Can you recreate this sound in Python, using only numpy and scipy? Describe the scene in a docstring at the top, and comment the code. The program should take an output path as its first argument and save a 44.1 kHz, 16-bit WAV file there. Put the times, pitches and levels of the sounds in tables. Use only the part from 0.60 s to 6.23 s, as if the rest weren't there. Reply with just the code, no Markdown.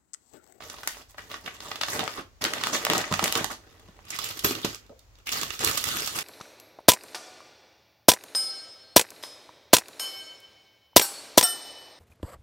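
"""From the start, over faint room tone, hands slide a sheet of paper onto shredded filler in a cardboard box.
Tiny slips make its rustle, buckling patches snap sharply and short rubs sing; the box colours the paper.
Dull knocks follow as the sheet is pressed down. Then, beside the box, a thinner wrapping rustles and something
knocks on the table: noise for the clack, dying tones for the thud, fading narrow noise with a few tones
for the thin ring. A very short dry tick follows. Dense reflections from close walls surround it all."""
import sys
import numpy as np
from scipy import signal
from scipy.fft import rfft, irfft
from scipy.io import wavfile
from scipy.ndimage import uniform_filter1d, map_coordinates

SR = 44100
rng = np.random.default_rng(int(sys.argv[2]) if len(sys.argv) > 2 else 0)


def wav_record(signal):
    """Record a signal, one row per channel, as 16-bit PCM in the file named by sys.argv[1]."""
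    frames = np.transpose(np.atleast_2d(signal))
    bounded = np.clip(frames, -1, 1)
    # unit amplitude maps onto the largest positive 16-bit level
    quanta = np.round(bounded * 32767).astype(np.int16)
    wavfile.write(sys.argv[1], SR, quanta)


N = 248283  # length in samples

# Faint steady room tone. Each row: frequency in Hz, relative level in dB.
ROOM_TONE_SPECTRUM = [(20, -18), (36, -30), (47, 2.5), (62, -10.5), (100, -5.5), (150, -26.5), (400, -26),
                      (1000, -27.5), (3000, -33), (7000, -33.5), (9000, -46.5), (16000, -41.5)]
# Hands moving the paper. Each row: start in seconds, length in seconds, level in dB before a common trim,
# body (low tones) in dB, fizz (high tones) in dB.
STROKES = [(0, 0.42, -50.5, 1, 3), (0.482, .03, -65, 6, 17.5), (0.565, 0.68, -58, 6.5, 5),
           (0.696, .065, -41.5, -6.5, -7), (0.839, 0.065, -47, 6.5, -2), (0.927, 0.033, -45, -2, 1),
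           (1.01, .18, -46.5, 1.5, 2.5), (1.201, 0.39, -44, -2, 3.5), (1.271, 0.096, -39.5, 3.5, 8.5),
           (1.321, 0.14, -35.5, 7.5, -9), (1.56, 0.046, -43, 7, -18), (1.808, 0.058, -32.5, 2, -3.5),
           (1.869, 0.64, -39.5, 4, -2.5), (2.02, 0.074, -35.5, -4, 0), (2.12, 0.049, -27.5, 1, 1),
           (2.29, .12, -31, 7.5, -4), (2.508, 0.34, -39, 1, 2), (2.612, 0.065, -34.5, 6, 2),
           (2.745, 0.076, -30, 3, -5), (2.898, 0.03, -39.5, 3.5, 4.5), (2.954, 0.75, -63, 10, -2),
           (3.437, 0.06, -56, 7, -8), (3.478, 0.68, -44.5, 0.5, -0.5), (3.585, 0.13, -39, -1, 1.5),
           (3.834, 0.079, -33.5, 6.5, 3.5), (3.908, 0.091, -41.5, 11.5, -11.5), (4.03, .035, -38, 6, -36),
           (4.2, .07, -61.5, 12, -32), (4.573, 0.031, -62, 10, -11), (4.656, 0.35, -43, -0.5, 1.5),
           (4.712, 0.07, -31, -0.5, 1.5), (4.806, 0.034, -32, 4.5, -6), (4.996, 0.1, -28, 4, -3),
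           (5.078, 0.55, -37.5, 1, 2), (5.134, 0.033, -30, 0.5, 0), (5.261, 0.18, -33.5, 2, -1.5),
           (5.546, 0.045, -32, 3, 1)]
# Colour of the sheet before the box shapes it. Each row: frequency in Hz, relative level in dB.
SHEET_SPECTRUM = [(40, -37), (70, -10.5), (130, -6.5), (220, -3), (400, -3), (700, -3.5), (1150, 1),
                  (1600, -4), (2400, -5.5), (3300, -4.5), (6400, -8), (9500, -16.5), (13000, -16),
                  (16000, -19.5)]
# Peaks and dips the box adds to the sheet. Each row: frequency in Hz, width in Hz, height in dB.
BOX_RESONANCES = [(273, 34, 3), (467, 14, 8), (500, 32, -8), (600, 74, 4.5), (700, 27, 3), (772, 24, 6),
                  (1160, 45, 2.5), (1895, 250, 4.5), (6250, 180, 1.5)]
# Colour of the thinner wrapping. Each row: frequency in Hz, relative level in dB.
WRAPPING_SPECTRUM = [(29, -16.5), (50, -8.5), (91, 0.5), (175, -3), (439, -1), (615, -5.5), (765, -3),
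                     (927, -4), (1180, 2.5), (1540, -2.5), (3180, 0), (6710, -2), (9410, -10),
                     (12600, -6.5), (16000, -13.5)]
# Patches of paper that buckle, and at 4.147 s just a very short dry tick. Each row: start in seconds,
# level in dB over 4 ms before a common trim, pitch of the resonance in Hz, fizz in dB, decay time in seconds.
SNAPS = [(.005, -38.5, 790, -16, 0.0022), (0.0216, -37.5, 4740, -19, 0.0034),
         (0.0983, -38.5, 6360, 5, .002), (.1397, -42, 1000, -8, 0.0024), (0.1837, -42, 750, -3, 0.0038),
         (0.2322, -36, 1370, 0, 0.0029), (0.274, -25.5, 1800, 12.5, 0.0015),
         (0.3695, -45, 700, -2, 0.00079), (0.5435, -47.5, 790, -19, .004), (0.581, -35.5, 1640, -6, 0.0054),
         (0.591, -38, 2000, -11, 0.0034), (0.7002, -45, 2970, -3, 0.0015), (.7145, -33, 3500, -8, .0025),
         (.741, -28.5, 6360, -18, 0.0017), (0.8605, -33, 3200, -4, 0.0028),
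         (0.8758, -29.5, 2100, -16, 0.0035), (1.004, -37.5, 4360, 2, 0.0011),
         (1.1147, -25, 5170, -13, 0.0021), (1.157, -34, 3520, 3, 0.0022),
         (1.2117, -22.5, 3670, -0.5, 0.0026), (1.2337, -20, 4720, -8, 0.0017),
         (1.2835, -28.5, 1230, -3, 0.002), (1.3929, -26, 3550, 1, 0.00087),
         (1.4064, -27, 3920, -11, 0.00076), (1.4774, -24, 700, -11, .0012), (1.8209, -29, 4770, 0, 0.0014),
         (1.8405, -26.5, 4200, 12, 0.00061), (1.8503, -18, 3580, -10, .0008),
         (1.9354, -25, 2250, 4, 0.00099), (2.0116, -28, 5700, -8, 0.0035), (2.0364, -22, 3220, 1.5, 0.0016),
         (2.07, -23, 1220, 3.5, 0.00065), (2.2498, -24, 2650, 11, 0.00085), (2.2667, -19, 700, -11, 0.0011),
         (2.2997, -18.5, 3000, 1, 0.00067), (2.334, -23, 1000, 8, 0.00083),
         (2.3797, -32.5, 6760, 15, 0.00063), (2.4406, -28, 2000, -21, 0.0015),
         (2.5251, -24, 1180, -1, 0.00049), (2.5387, -17.5, 6540, -8.5, 0.0013),
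         (2.5928, -17.5, 850, -7, 0.0014), (2.6268, -25.5, 890, -3, 0.00072),
         (2.6406, -23, 2220, 14, 0.0013), (2.658, -23, 2680, -8, .0005), (2.6785, -25.5, 3000, 6.5, .0008),
         (2.7243, -26, 2930, 12.5, 0.00069), (2.7532, -23, 3230, 7.5, 0.0018),
         (2.773, -29, 1370, 12.5, 0.0042), (2.8439, -24, 700, 5.5, 0.00087), (3.1947, -57, 1650, 9, 0.0034),
         (3.3904, -47, 810, -32, 0.00066), (3.5036, -35.5, 6500, 7, 0.0026),
         (3.5873, -28, 1040, 0.5, 0.0045), (3.643, -36.5, 2240, 11, .001), (3.791, -35, 3500, 9, 0.0037),
         (3.9507, -31, 3580, -6, .0024), (4.147, -38, 5970, 1, 0.00027), (4.391, -59.5, 4300, 9.5, 0.0028),
         (4.5545, -57, 4770, -6, .001), (4.6701, -33.5, 2500, 2, 0.0022), (4.6913, -28.5, 2760, 1, 0.00091),
         (4.8129, -30.5, 6360, -0.5, .0016), (4.8317, -24, 920, 0, 0.0017),
         (4.9047, -25.5, 7000, -16, 0.0014), (4.9917, -31, 7000, -1, .002),
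         (5.0472, -35, 3560, 20.5, 0.00068), (5.086, -25, 1490, -14, 0.0006),
         (5.1734, -23.5, 700, 6, 0.0068), (5.2399, -28.5, 2130, 8.5, 0.0018),
         (5.4743, -28.5, 700, 2, 0.0015), (5.5879, -29, 2190, 5.5, 0.0012)]
# Paper sliding on paper and singing briefly. Each row: start in seconds, length in seconds,
# pitch in Hz, width in Hz, level in dB.
RUBS = [(1.401, 0.055, 724, 200, -37.5), (1.567, 0.04, 1060, 300, -39), (2.127, 0.027, 6200, 800, -30.5),
        (2.759, 0.034, 1160, 300, -36), (2.895, 0.026, 1200, 500, -39), (3.521, 0.039, 2230, 500, -39.5),
        (4.024, .03, 3680, 600, -39.5), (4.292, 0.05, 500, 140, -49.5), (4.664, 0.036, 2500, 330, -35)]
# Blows on the box, then the table. Each row: start in seconds, thud in dB, clack in dB,
# clack decay time in seconds, thin ring in dB.
KNOCKS = [(2.297, -31, -50, .004, -88), (2.5138, -23, -43, 0.0061, -77), (2.523, -27, -60, .004, -82.5),
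          (2.629, -27, -51, .004, -80), (2.810, -32.5, -52, .004, -80), (3.285, -47, -49, .003, -85),
          (3.845, -24.5, -12.5, 0.0055, -19.5), (3.908, -37, -22, 0.0044, -43),
          (4.0461, -23.5, -19.5, 0.0083, -38), (4.294, -46.5, -48.5, 0.0022, -79)]
# Tones of a thud before the box or table scales its pitch and speed. Each row: frequency in Hz,
# relative level in dB, time to fall by 60 dB in seconds.
THUD_MODES = [(109, -17.5, 0.25), (197, -2, 0.057), (251, -3, 0.079), (336, -12, 0.063), (416, -9.5, 0.1),
              (557, -17.5, 0.16), (736, -4.5, 0.0358), (1200, -3, 0.032)]
# Clear tones in the thin ring. Each row: frequency in Hz, relative level in dB,
# time to fall by 60 dB in seconds.
THIN_RING_MODES = [(12470, -12, .17), (12600, -17, .17), (13200, -13, .17), (13119, -18, .17)]
# Colour of the clack. Each row: frequency in Hz, relative level in dB.
CLACK_SPECTRUM = [(60, -40), (150, -24.5), (250, 7.5), (410, 5.5), (600, -9.5), (780, -2), (1100, 2.5),
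                  (1800, -6.5), (3700, -3.5), (6300, -6), (9500, -18), (12700, -18), (16000, -28)]
# How fast reflections die. Each row: frequency in Hz, time to fall by 60 dB in seconds.
ROOM_DECAY = [(150, 0.27), (400, 0.28), (1000, 0.2), (3000, 0.23), (7000, 0.22), (15000, 0.24)]
# Strength of the reflections. Each row: frequency in Hz, level against the direct sound in dB.
ROOM_LEVEL = [(100, -9), (300, -5.5), (700, -6.5), (1500, -2.5), (8000, -4), (15000, -7.5)]
# Lean of rustle, rubs and knocks. Each row: frequency in Hz, left minus right in dB.
BALANCE = [(100, -8.5), (600, -0.6), (2500, -0.8), (5000, -2), (10000, -2.5), (14000, -5.5)]
# Stereo width. Each row: frequency in Hz, gain in dB on the difference between left and right.
WIDTH = [(50, -6.5), (150, -11), (350, -6), (700, -4.5), (1400, 0.5), (3000, 0), (16000, -0.5)]

WRAPPING_FROM_S = 3.42  # the wrapping and the table replace the sheet and the box
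WRAPPING_LAG_S = 0.00028  # the wrapping lies to the right, so the left channel hears it later
ATTACK_S, RELEASE_S, SAG_DB = 0.014, 0.013, -3  # each stroke gathers speed, eases off a little and stops
SHEET_PAN_DB, WRAPPING_PAN_DB, PAN_SPREAD_DB = -1.8, -7, 3.5  # left minus right, for snaps
SNAP_DB, SNAP_BODY_DB, THINNER_DB_PER_DB = -31, -6.5, 0.36  # a typical snap; a harder one has less body
CREASE_DB, CREASE_SPREAD_DB, CREASE_FIZZ_DB = -1, 2.5, 6.5  # lesser snaps, against the stroke level
CREASE_HZ, CREASE_OCTAVES, CREASE_DECAY_S = 2000, 1.0, 0.0015  # their middle pitch, spread and decay
THIN_HZ, THIN_WIDTH_HZ, THIN_DECAY_S = 12860, 1000, 0.014  # a noise band around the thin ring's clear tones
BOX_PITCH, TABLE_PITCH = 0.85, 1.032  # the soft-filled box thuds lower and longer than the table
EDGE_HZ = 16000  # top of the sound's range


def amp(db):
    """Turns decibels into gain."""
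    return 10 ** (np.asarray(db) / 20)


def evened(x):
    """Scales to an rms (average strength) of 1."""
    return x / np.sqrt(np.mean(x ** 2) + 1e-20)


def read(points, hz):
    """Reads between the rows of a table, with frequency on a log scale."""
    f, value = np.transpose(points)
    return np.interp(np.log(hz + 1), np.log(f + 1), value)


def bins(size):
    """Lists the frequencies in the spectrum of this many samples."""
    return np.fft.rfftfreq(size, 1 / SR)


def add(mix, s, sound):
    """Adds a stereo sound at time s in seconds."""
    part = mix[:, max(round(s * SR), 0):][:, :sound.shape[1]]
    part += sound[:, :part.shape[1]]


def colour(x, gain):
    """Filters to the given gains; it rings only after what excites it."""
    both_halves = np.r_[gain, gain[-2:0:-1]]
    log_gain = np.log(np.maximum(both_halves, 1e-5))
    taps = np.fft.ifft(np.exp(np.conj(signal.hilbert(log_gain)))).real
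    return signal.oaconvolve(x, taps[None, :len(gain)], axes=1)[:, :x.shape[1]]


def room_tone():
    """A faint steady rumble and hiss, made from coloured noise."""
    noise = rfft(rng.standard_normal((2, N)))
    return amp(-58) * evened(irfft(noise * amp(read(ROOM_TONE_SPECTRUM, bins(N))), N))


def stroke_gains(t):
    """Strength of every stroke at times t: attack, sagging hold, release; shape (strokes, times)."""
    start, length, db = np.transpose(STROKES)[:3, :, None]
    age = t - start
    rise = np.clip(age / ATTACK_S, 0, 1)
    release = np.exp(-np.maximum(age - length, 0) / RELEASE_S)
    return amp(db + SAG_DB * np.clip(age / length, 0, 1)) * rise * release


def paper(in_box, hz):
    """Spectrum, of mean power 1, of the sheet in its box or of the wrapping."""
    if not in_box:
        return evened(amp(read(WRAPPING_SPECTRUM, hz)))
    box_db = sum(db / (1 + (2 * (hz - f) / w) ** 2) for f, w, db in BOX_RESONANCES)
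    return evened(amp(read(SHEET_SPECTRUM, hz) + box_db))


def tilt(body_db, fizz_db, hz):
    """Large patches of paper add body, tight creases add fizz."""
    body = body_db * read([(350, 0.99), (1200, 0.074)], hz)
    fizz = fizz_db * read([(2500, 0), (9000, 1.0)], hz)
    return amp(body + fizz)


def facet(facet_hz, hz, peak_db):
    """The broad resonance of one small patch of paper."""
    octaves_away = np.log2((hz + 1) / facet_hz)
    return amp(peak_db * np.exp(-(octaves_away / 0.55) ** 2))


def flutter(t, decay_s, tone, lag_s, apart=0.74, rise_s=0.001):
    """A short shiver that builds and dies, with the spectrum and energy of tone, in two channels."""
    shared = rng.standard_normal(len(t))
    burst = shared + apart * rng.standard_normal((2, len(t)))
    burst = burst * np.exp(-t / decay_s) * (1 - np.exp(-t / rise_s))
    lag = round(lag_s * SR + rng.uniform(-5, 5))  # samples; positive delays the left
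    burst = np.array([np.roll(burst[0], max(lag, 0)), np.roll(burst[1], max(-lag, 0))])
    # Divide out the burst's own smoothed spectrum so that the wanted tone remains.
    power = uniform_filter1d(np.mean(abs(rfft(burst)) ** 2, axis=0), size=len(t) // 64)
    shiver = evened(colour(burst, tone / np.sqrt(power)))
    return shiver * np.sqrt(np.mean(tone ** 2) / len(t))


def wander(per_s):
    """Smooth random ups and downs of rms 1."""
    size = int(SR / per_s)
    smooth = uniform_filter1d(rng.standard_normal(N), size)
    return evened(uniform_filter1d(smooth, size))


def patches(t, hz, per_s=45, per_octave=4, octaves=7):
    """Smooth random ups and downs over time and log frequency, of rms 1."""
    grid = rng.standard_normal((int(octaves * per_octave) + 2, int(N / SR * per_s) + 3))
    where = np.meshgrid(np.log2(1 + hz / 200) * per_octave, t * per_s, indexing="ij")
    return evened(map_coordinates(grid, where, order=1, mode="nearest"))


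def crackle(per_s, spread_db, friction, clump_db, ring_s, lag_s):
    """Tiny uneven slips, each ringing a patch of paper at its own pitch, over sliding hiss; rms 1."""
    t, count = np.arange(512) / SR, 32
    slip_now = rng.random(N) < per_s / SR
    slips = amp(spread_db * np.minimum(rng.exponential(1, N), 3)) * slip_now
    place, ringing = rng.integers(0, count, N), np.zeros((2, N))
    for k, facet_hz in enumerate(np.geomspace(300, 18000, count)):
        tone = facet(facet_hz, bins(len(t)), peak_db=13)
        slip = flutter(t, ring_s * rng.uniform(0.5, 1.5), tone, lag_s)
        ringing += signal.oaconvolve((slips * (place == k))[None], slip, axes=1)[:, :N]
    hiss = friction * rng.standard_normal((2, N))
    return evened((evened(ringing) + hiss) * amp(clump_db * wander(80)))


def rustle(level_db=1.6):
    """Hand strokes set the crackle's level and tone; its resonances shift as the paper bends."""
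    hz = bins(size=4096)
    sheet = crackle(per_s=1100, spread_db=3.5, friction=0.59, clump_db=1.0, ring_s=0.00076, lag_s=0)
    wrapping = crackle(per_s=1100, spread_db=3.0, friction=0.7, clump_db=2.0, ring_s=0.0005,
                       lag_s=WRAPPING_LAG_S)
    in_box = np.arange(N) < WRAPPING_FROM_S * SR
    handled = np.where(in_box, colour(sheet, paper(True, hz)), colour(wrapping, paper(False, hz)))
    hz, t, z = signal.stft(handled, SR, nperseg=256)  # spectrum moment by moment
    tones = np.transpose([tilt(body_db, fizz_db, hz) for *_, body_db, fizz_db in STROKES])
    strokes = np.sqrt(tones ** 2 @ stroke_gains(t) ** 2)  # overlapping strokes add in power
    bending = evened(amp(2.2 * patches(t, hz)))
    return amp(level_db) * signal.istft(z * bending * strokes, SR)[1][:, :N]


def creases(count=64):
    """Lesser snaps at random moments, following the strokes' strength; rows like those of SNAPS."""
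    s = (np.arange(count) + rng.random(count)) * N / SR / count
    size, pitch = np.clip(rng.standard_normal((2, count)), -2, 2)
    motion_db = 20 * np.log10(np.linalg.norm(stroke_gains(s), axis=0) + 1e-6)
    level_db = motion_db + CREASE_DB + CREASE_SPREAD_DB * size
    facet_hz = CREASE_HZ * 2 ** (CREASE_OCTAVES * pitch)
    return [(*row, CREASE_FIZZ_DB, CREASE_DECAY_S) for row in zip(s, level_db, facet_hz)]


def snaps(level_db=-0.66):
    """Patches of paper flip over and flutter for a few milliseconds; one dry tick is made the same way."""
    hz, t, out = bins(size=2048), np.arange(2048) / SR, np.zeros((2, N))
    span = 0.004 * SR  # the stretch, in samples, that a snap's level refers to
    for s, db, facet_hz, fizz_db, decay_s in creases() + SNAPS:
        in_box = s < WRAPPING_FROM_S
        body_db = SNAP_BODY_DB - THINNER_DB_PER_DB * (db - SNAP_DB)
        pan_db = (SHEET_PAN_DB if in_box else WRAPPING_PAN_DB) + PAN_SPREAD_DB * rng.standard_normal()
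        tone = paper(in_box, hz) * tilt(body_db, fizz_db, hz) * facet(facet_hz, hz, peak_db=7)
        snap = flutter(t, decay_s, tone, 0 if in_box else WRAPPING_LAG_S) * np.sqrt(span)
        add(out, s, amp(db + level_db + np.array([[0.5], [-0.5]]) * pan_db) * snap)
    return out


def rubs():
    """Friction feeds one resonance of the paper for the length of a rub."""
    hz, out = bins(size=1024), np.zeros((2, N))
    for s, length_s, rub_hz, width_hz, db in RUBS:
        size = int(length_s * SR)
        resonance = 1 / (1 + ((hz - rub_hz) / width_hz) ** 2)
        sing = colour(rng.standard_normal((2, size)), resonance)
        add(out, s, amp(db) * evened(sing) * signal.windows.tukey(size, 0.5))
    return out


def ring(modes, t):
    """Dying tones, each starting at a random point in its swing."""
    return sum(amp(db - 60 * t / t60) * np.sin(2 * np.pi * (hz * t + rng.random()))
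               for hz, db, t60 in modes)


def knocks(rise_s=0.0004, thud_rise_s=0.001):
    """A noisy clack of contact, the low thud of the board, and a thin ring of narrow noise and a few tones."""
    t, hz, out = np.arange(SR // 3) / SR, bins(size=2048), np.zeros((2, N))
    clack_tone = evened(amp(read(CLACK_SPECTRUM, hz)))
    thin_band = evened(1 / (1 + ((hz - THIN_HZ) / THIN_WIDTH_HZ) ** 2))
    for s, thud_db, clack_db, decay_s, ring_db in KNOCKS:
        clack = colour(rng.standard_normal((2, len(t))) * np.exp(-t / decay_s), clack_tone)
        pitch = BOX_PITCH if s < WRAPPING_FROM_S else TABLE_PITCH
        thud = ring(THUD_MODES, t * pitch) * (1 - np.exp(-t / thud_rise_s))
        thin_noise = colour(rng.standard_normal((2, len(t))) * np.exp(-t / THIN_DECAY_S), thin_band)
        thin = (thin_noise + ring(THIN_RING_MODES, t)) * amp([[-4], [0]])  # softer on the left
        knock = amp(clack_db) * clack + amp(thud_db) * thud + amp(ring_db) * thin
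        add(out, s, knock * (1 - np.exp(-t / rise_s)))
    return out


def room(x, first_s=0.0004):
    """Close walls: dense reflections, each band dying at its own speed; the bass stays fairly dry."""
    taps = rng.standard_normal((2, SR // 2)) * (rng.random((2, SR // 2)) < 0.15)
    hz, t, z = signal.stft(taps, SR, nperseg=256)
    tail = signal.istft(z * amp(-60 * t / read(ROOM_DECAY, hz)[:, None]), SR)[1]
    tail = tail * np.minimum(np.arange(tail.shape[1]) / SR / first_s, 1) ** 2
    tail = tail / np.linalg.norm(tail, axis=1, keepdims=True)
    tail = colour(tail, amp(read(ROOM_LEVEL, bins(size=1024))))
    return signal.fftconvolve(x, tail, axes=1)[:, :N]


def scene():
    """Paper and knocks in the room, a little to the right; the bass is the most alike in both channels."""
    hz = bins(N)
    lean = amp(np.array([[0.5], [-0.5]]) * read(BALANCE, hz))
    direct = irfft(rfft(rustle() + rubs() + knocks()) * lean, N) + snaps()
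    left, right = rfft(direct + room(direct) + room_tone())
    width = amp(read(WIDTH, hz))
    mid, side = (left + right) / 2, width * (left - right) / 2
    loudness = np.sqrt(2 / (1 + width ** 2))  # makes up for the narrowed side
    return irfft(np.array([mid + side, mid - side]) * loudness, N)


def record(dry):
    """Filters away what lies above the top of the range."""
    low_pass = signal.firwin(255, EDGE_HZ, window=("kaiser", 9), fs=SR)
    return signal.oaconvolve(dry, low_pass[None], "same")


dry = scene()
out = record(dry)
wav_record(out)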